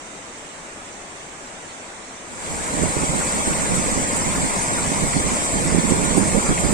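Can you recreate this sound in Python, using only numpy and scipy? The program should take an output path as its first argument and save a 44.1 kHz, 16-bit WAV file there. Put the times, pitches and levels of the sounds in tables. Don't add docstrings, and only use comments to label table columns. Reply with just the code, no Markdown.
import sys
import numpy as np
from scipy import signal
from scipy.fft import rfft, irfft, next_fast_len
from scipy.io import wavfile

SR = 44100
rng = np.random.default_rng(int(sys.argv[2]) if len(sys.argv) > 2 else 0)


def file_out(sig):
    cols = np.atleast_2d(sig).T
    lim = np.clip(cols, -1, 1)
    pcm = np.round(lim * 32767).astype(np.int16)
    wavfile.write(sys.argv[1], SR, pcm)


N = 296793
TIME = np.arange(N) / SR


def gain_of(db):
    return 10 ** (np.asarray(db) / 20)


def evened(x):
    return x / np.sqrt(np.mean(x ** 2) + 1e-20)


def follow(rows, t):
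    s, *columns = np.transpose(rows)
    return np.array([np.interp(t, s, c) for c in columns])


def read(rows, hz):
    f, *columns = np.transpose(rows)
    return np.array([np.interp(np.log(hz + 1), np.log(f + 1), c) for c in columns])


def coloured(x, rows):
    size = next_fast_len(N + 4096)
    response = gain_of(read(rows, np.fft.rfftfreq(size, 1 / SR)))
    return irfft(rfft(x, size) * response, size)[:, :N]


def add(mix, s, sound):
    part = mix[max(round(s * SR), 0):][:len(sound)]
    part += sound[:len(part)]


def drift(shape, *spans):
    z = np.fft.fftn(rng.standard_normal(shape))
    axes = np.meshgrid(*map(np.fft.fftfreq, shape), indexing="ij")
    for frequency, span in zip(axes, spans):
        z = z * np.exp(-(frequency * span) ** 2)
    return evened(np.fft.ifftn(z).real)


def wander(span_s):
    steps = np.arange(0, N / SR, .002)
    return np.interp(TIME, steps, drift(steps.shape, span_s / steps[1]))


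# f/Hz, depth/dB
FLICKER_DEPTH = [(900, 0.37), (1500, 3), (2200, 0.3), (3300, 4), (6300, 4), (7500, 0.5), (9000, 1.5),
                 (11000, 5.5)]
# f/Hz, depth/dB
PATCH_DEPTH = [(300, 2), (900, -0.2), (1500, 2), (2200, 1), (4500, 1), (6300, -0.5), (8000, 0.7),
               (12000, 2.5)]


def rush(spectrum, likeness, patchiness, patch_s, patch_hz, flicker, flicker_s, flicker_hz, veer, veer_s):
    noise = rng.standard_normal((2, N)) * np.sqrt(SR / 2)
    hz, t, (a, b) = signal.stft(noise, SR, nperseg=1024, noverlap=768)
    bin_hz, frame_s = hz[1], t[1]

    mean_likeness = np.arctanh(np.clip(read(likeness, hz), -.99, .99)).T
    same = np.tanh(mean_likeness + veer * drift(a.shape, patch_hz / bin_hz, veer_s / frame_s))
    ports = np.array([a, same * a + np.sqrt(1 - same ** 2) * b])

    patches = patchiness * read(PATCH_DEPTH, hz).T
    patches = patches * drift(a.shape, patch_hz / bin_hz, patch_s / frame_s)
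    flickers = flicker * read(FLICKER_DEPTH, hz).T
    flickers = flickers * drift(a.shape, flicker_hz / bin_hz, flicker_s / frame_s)
    unevenness = gain_of(patches + flickers)
    unevenness = unevenness / np.sqrt(np.mean(unevenness ** 2, axis=1, keepdims=True))

    ports = ports * gain_of(read(spectrum, hz)[:, :, None]) * unevenness
    return signal.istft(ports, SR, nperseg=1024, noverlap=768)[1][:, :N]


# f/Hz, left level/dB, right level/dB
FAR_SPECTRUM = [(30, -66, -73), (139, -68, -71.5), (198, -66, -71.5), (290, -63, -67), (410, -66, -71),
                (600, -64.5, -67.5), (1130, -67, -68), (2170, -71.5, -69.8), (3250, -75.8, -75),
                (4500, -80.2, -79.5), (6000, -81, -76.3), (7000, -88.3, -80.5), (7800, -88, -85.5),
                (9100, -85, -83), (10000, -87.5, -88), (10500, -97, -93), (13000, -86, -86),
                (15000, -89.5, -88)]
# f/Hz, correlation/1
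FAR_LIKENESS = [(200, 0.96), (650, 0.69), (1000, 0.046), (1550, -0.24), (2150, 0.39), (2900, -0.35),
                (3900, 0.3), (4900, -0.09), (6500, -0.056)]


def distant_hiss():
    return rush(FAR_SPECTRUM, FAR_LIKENESS, patchiness=0.41, patch_s=0.019, patch_hz=600,
                flicker=0.78, flicker_s=0.065, flicker_hz=130, veer=0.11, veer_s=.06)


# t/s, left lift level/dB, right lift level/dB
SPRAY_SURGES = [(2.83, 3, 3), (3.272, 1.5, 2), (3.476, 3.2, 1), (3.625, -3, 5), (3.759, 6, 3),
                (4.06, -6, -2), (4.17, 4, 7), (4.452, -1, 2), (4.63, 5, 2), (4.7, -5, 1), (5.369, 1.5, 4),
                (5.455, 1.5, 3), (5.652, 2, 1), (5.72, 1, -3), (5.9, 4, 0), (6.053, 5, 3.3),
                (6.178, 7.5, 3.8), (6.281, 4, 4), (6.607, 0, 5.3)]
SURGE_WIDTH_S = 0.012
SPRAY_DB, SWAY_DB, SWAY_S = -0.12, 0.14, 0.032


def spray_db():
    shared = wander(SWAY_S)
    level = SPRAY_DB + SWAY_DB * evened(np.array([shared + wander(SWAY_S) for port in range(2)]))
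    for s, *lift_db in SPRAY_SURGES:
        level = level + np.outer(lift_db, np.exp(-((TIME - s) / SURGE_WIDTH_S) ** 2))
    return level


# f/Hz, left level/dB, right level/dB
STREAM_SPECTRUM = [(30, -53, -59), (275, -56, -54), (427, -61, -64), (530, -55.5, -58.5), (765, -60, -61.5),
                   (950, -56, -60), (1200, -59.7, -61), (1510, -61.3, -59.5), (1800, -63.5, -61.5),
                   (2240, -63.5, -62), (2880, -70.5, -68.5), (3580, -73.3, -71), (4500, -73, -70),
                   (5200, -70.5, -72), (15000, -71, -70)]
# f/Hz, correlation/1
STREAM_LIKENESS = [(100, 0.51), (350, 0.43), (580, 0.99), (950, 0.28), (1250, -0.55), (1560, -0.83),
                   (1850, -0.065), (2150, 0.9), (2400, 0.74), (2850, -0.17), (3500, 0.31), (4200, -0.15),
                   (4550, 0.4), (5200, 0.34), (6350, -0.47), (7400, -0.023)]


def white_water():
    water = rush(STREAM_SPECTRUM, STREAM_LIKENESS, patchiness=0.82, patch_s=0.024, patch_hz=590,
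                 flicker=0.97, flicker_s=0.057, flicker_hz=120, veer=0.47, veer_s=0.046)
    roar = signal.sosfiltfilt(signal.butter(6, 6900, fs=SR, output="sos"), water)
    treble = water - roar
    return roar + treble * gain_of(spray_db())


PORT_LAG_S = .00041


def bubbles(per_s, low_hz, high_hz, cycles, rise, spread_db, level_db, lifetimes):
    out = np.zeros((2, N))
    for when, size, strength, side, damping in rng.random((int(per_s * N / SR), 5)):
        hz = low_hz * (high_hz / low_hz) ** size
        life_s = cycles * (.5 + damping) / hz
        age = np.arange(int(lifetimes * life_s * SR) + 2) / (life_s * SR)
        phase = 2 * np.pi * hz * life_s * (age + rise * age ** 2 / 2)
        ring = np.sin(phase) * np.exp(-age) * (1 - np.exp(-8 * age))
        ring = ring * gain_of(spread_db * min(-np.log(1 - strength), 4))
        first = int(side > .5)
        add(out[first], when * N / SR, ring)
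        add(out[1 - first], when * N / SR + PORT_LAG_S, 1.07 * ring)
    return gain_of(level_db) * evened(out)


def spray(per_s, burst_s, spread_db, level_db):
    size = gain_of(spread_db * np.minimum(rng.exponential(1, (2, N)), 4))
    landings = size * (rng.random((2, N)) < per_s / SR)
    power = signal.lfilter([1], [1, -np.exp(-2 / (burst_s * SR))], landings ** 2)
    fizz = np.sqrt(power) * rng.standard_normal((2, N))
    # f/Hz, level/dB
    colour = [(500, -15), (1600, -15), (3000, -5.5), (9000, -5.0), (11000, -6), (15000, -5.5)]
    return gain_of(level_db) * evened(coloured(fizz, colour))


# left level/dB, right level/dB
BREEZE_LEVEL = (-45, -33.5)
# start t/s, length t/s, right level/dB, left level/dB
PUFFS = [(2.498, .12, -31, -36), (2.729, 0.021, -20, -39), (2.766, 0.1, -17.5, -34),
         (2.878, 0.029, -23, -38), (2.961, 0.024, -20.5, -38), (3.001, 0.043, -19, -30),
         (3.085, 0.024, -20, -30), (3.128, 0.04, -17.5, -27), (3.178, 0.032, -21, -34),
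         (3.334, 0.092, -24.5, -40), (3.47, 0.051, -20, -26), (3.54, 0.11, -24, -36),
         (3.687, 0.054, -18.5, -41), (3.75, 0.063, -21, -38), (3.838, 0.097, -21, -36),
         (3.955, 0.04, -16.5, -42), (4.022, 0.023, -18, -40), (4.138, 0.037, -27, -34),
         (4.19, 0.045, -25, -30), (4.258, 0.062, -21, -36), (4.344, 0.068, -22.5, -32),
         (4.427, 0.03, -20.5, -28), (4.713, 0.25, -25.5, -42), (4.972, 0.11, -22, -29.5),
         (5.02, 0.023, -17, -36), (5.131, 0.075, -18, -33), (5.239, 0.036, -19, -35),
         (5.302, 0.039, -19, -32), (5.521, 0.2, -19, -29.5), (5.72, 0.079, -15.5, -28),
         (5.831, 0.026, -15.5, -29), (5.874, 0.3, -17.5, -34), (5.905, 0.032, -13, -35),
         (6.165, 0.068, -14, -36), (6.246, 0.14, -19, -29), (6.343, 0.044, -12.5, -34),
         (6.436, 0.027, -18, -28), (6.484, 0.042, -15, -20), (6.532, 0.09, -23, -28),
         (6.633, 0.033, -12.5, -30), (6.678, .05, -18, -27)]
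GUST_ATTACK_S, GUST_RELEASE_S = 0.0043, 0.01


def airflow(presence):
    power = np.outer(gain_of(BREEZE_LEVEL), presence) ** 2
    t = TIME[:SR]
    for start, length, right_db, left_db in PUFFS:
        attack = np.minimum(t / GUST_ATTACK_S, 1)
        puff = attack * np.exp(-np.maximum(t - length, 0) / GUST_RELEASE_S)
        for port, db in enumerate((left_db, right_db)):
            add(power[port], start, (gain_of(db) * puff) ** 2)
    return np.sqrt(power)


# f/Hz, level/dB
EDDY_SPECTRUM = [(8, -18), (30, 1.5), (70, 3), (118, -1.5), (158, 3.5), (210, 1.3), (280, -2.5),
                 (420, -8.5), (600, -18), (1000, -28), (2500, -69)]


def wind(flow, flutter_db, flutter_s, level_db, fray_db):
    pressure = evened(coloured(rng.standard_normal((2, N)), EDDY_SPECTRUM))
    # f/Hz, level/dB
    small_colour = [(150, -29), (330, -19.0), (480, -7.0), (900, -21.5), (2500, -52)]
    small = evened(coloured(rng.standard_normal((2, N)), small_colour))
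    flutter = [wander(flutter_s) for port in range(2)]
    force = flow * evened(gain_of(flutter_db * np.tanh(flutter))) * gain_of(level_db)
    return force * pressure + gain_of(fray_db) * force ** 1.65 * small


# t/s, level/dB, f/Hz
EDDIES = [(2.741, -10, 220), (2.835, -2.5, 332), (2.968, -4.5, 300), (3.035, -5, 260), (3.482, -8, 278),
          (3.798, -7, 220), (4.047, -16, 220), (4.919, -3.5, 247), (5.168, -2, 198), (5.32, -7, 270),
          (5.557, -6, 260), (5.748, -0.5, 340), (5.764, -11, 200), (5.787, 0, 240), (5.855, -5, 220),
          (5.923, -5, 180), (5.998, -9, 400), (6.181, 0, 260), (6.199, -11, 380), (6.229, -13, 200),
          (6.259, -6, 260), (6.367, -10, 400), (6.384, -5, 169), (6.65, -16, 290), (6.728, -4, 280)]


def buffets(cycles, level_db):
    out = np.zeros((2, N))
    t = np.arange(-600, 600) / SR
    skews = rng.uniform(-0.66, 0.32, len(EDDIES))
    for (s, db, hz), skew in zip(EDDIES, skews):
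        thump = -np.cos(2 * np.pi * hz * t + skew) * np.exp(-(t * hz / cycles) ** 2)
        add(out[1], s + t[0], gain_of(db + level_db) * thump)
    return out


# t/s, level/dB, centre f/Hz, rise t/s, left minus right level/dB
WAVE_SLAPS = [(2.837, -4, 613, 0.0051, -13), (3.405, -5, 925, 0.0039, 2), (3.533, -6, 2590, .003, 1),
              (3.823, -13, 2100, 0.0025, 0), (3.921, -18, 1900, 0.0018, -1), (4.042, -14, 2110, 0.0023, 0),
              (4.937, -8, 4800, 0.0043, 6), (5.131, 2, 1950, 0.0028, 0), (5.301, -10, 1500, .004, 7),
              (5.371, -3, 626, 0.008, 0), (5.904, -9, 4930, 0.0053, 2), (5.975, -7, 800, .01, 11),
              (6.174, -4, 750, 0.0122, -2), (6.305, -10, 810, .01, 2), (6.388, -10, 2100, 0.0021, 2),
              (6.44, -8, 850, .01, 2), (6.5772, -0.5, 2200, 0.0034, 2), (6.608, -11, 4800, 0.0037, -4)]


def slaps(width_octaves, level_db):
    out = np.zeros((2, N))
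    t = np.arange(4096) / SR
    octave = np.log2(np.fft.rfftfreq(len(t), 1 / SR) + 1)
    for s, db, hz, rise_s, pan_db in WAVE_SLAPS:
        band = np.exp(-((octave - np.log2(hz)) / width_octaves) ** 2)
        cloud = irfft(rfft(rng.standard_normal(len(t))) * band)
        slap = evened(cloud) * t / rise_s * np.exp(1 - t / rise_s)
        for port, side_db in enumerate((pan_db / 2, -pan_db / 2)):
            add(out[port], s - rise_s / 2, gain_of(db + side_db + level_db) * slap)
    return out


# t/s, distant hiss gain/1, stream gain/1
CROSSFADE = [(2.22, 0.6, 0), (2.29, 0.5, 0.13), (2.38, 0.65, 0.22), (2.47, 0.6, 0.43), (2.72, 0.7, 0.66),
             (2.84, 0.78, 0.81), (3.25, 0, 1)]


def scene():
    far_gain, stream_gain = np.maximum(follow(CROSSFADE, TIME), 0)
    far = distant_hiss()
    water = gain_of(-0.45) * white_water()
    gurgle = bubbles(per_s=200, low_hz=378.3, high_hz=1112, cycles=6.2, rise=0.06,
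                     spread_db=3.0, level_db=-37, lifetimes=5)
    babble = bubbles(per_s=170, low_hz=1890, high_hz=6440, cycles=23, rise=0.0225,
                     spread_db=3.0, level_db=-50, lifetimes=5)
    tinkle = bubbles(per_s=110, low_hz=3104, high_hz=6990, cycles=91, rise=0.0046,
                     spread_db=0.5, level_db=-42.5, lifetimes=4)
    fizz = spray(per_s=150, burst_s=0.0028, spread_db=2.0, level_db=-41.5)
    draught = wind(airflow(stream_gain), flutter_db=1.5, flutter_s=0.012, level_db=-1.3, fray_db=-3.0)
    thumps = buffets(cycles=0.57, level_db=-4.0)
    waves = slaps(width_octaves=0.48, level_db=-28.0)
    stream = water + gurgle + babble + tinkle + fizz + waves
    return far_gain * far + stream_gain * stream + draught + thumps


# f/Hz, left level/dB, right level/dB
PORT_RESPONSE = [(135, -2, -2.5), (167, 1.5, 1), (5190, 0, -0.5), (6890, 7, 8.5), (7670, 12, 17),
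                 (8200, 9.5, 13), (8420, 15, 9.5), (9145, 9.5, 6), (9490, -1.5, -12), (9650, -3.5, -3),
                 (11230, -13, -13.5), (15300, -19.5, -19.5)]
EDGE_HZ = 15600


def record(dry):
    edge = signal.firwin(511, EDGE_HZ, window=("kaiser", 9), fs=SR)
    return signal.oaconvolve(coloured(dry, PORT_RESPONSE), edge[None], "same")


dry = scene()
out = record(dry)
file_out(out)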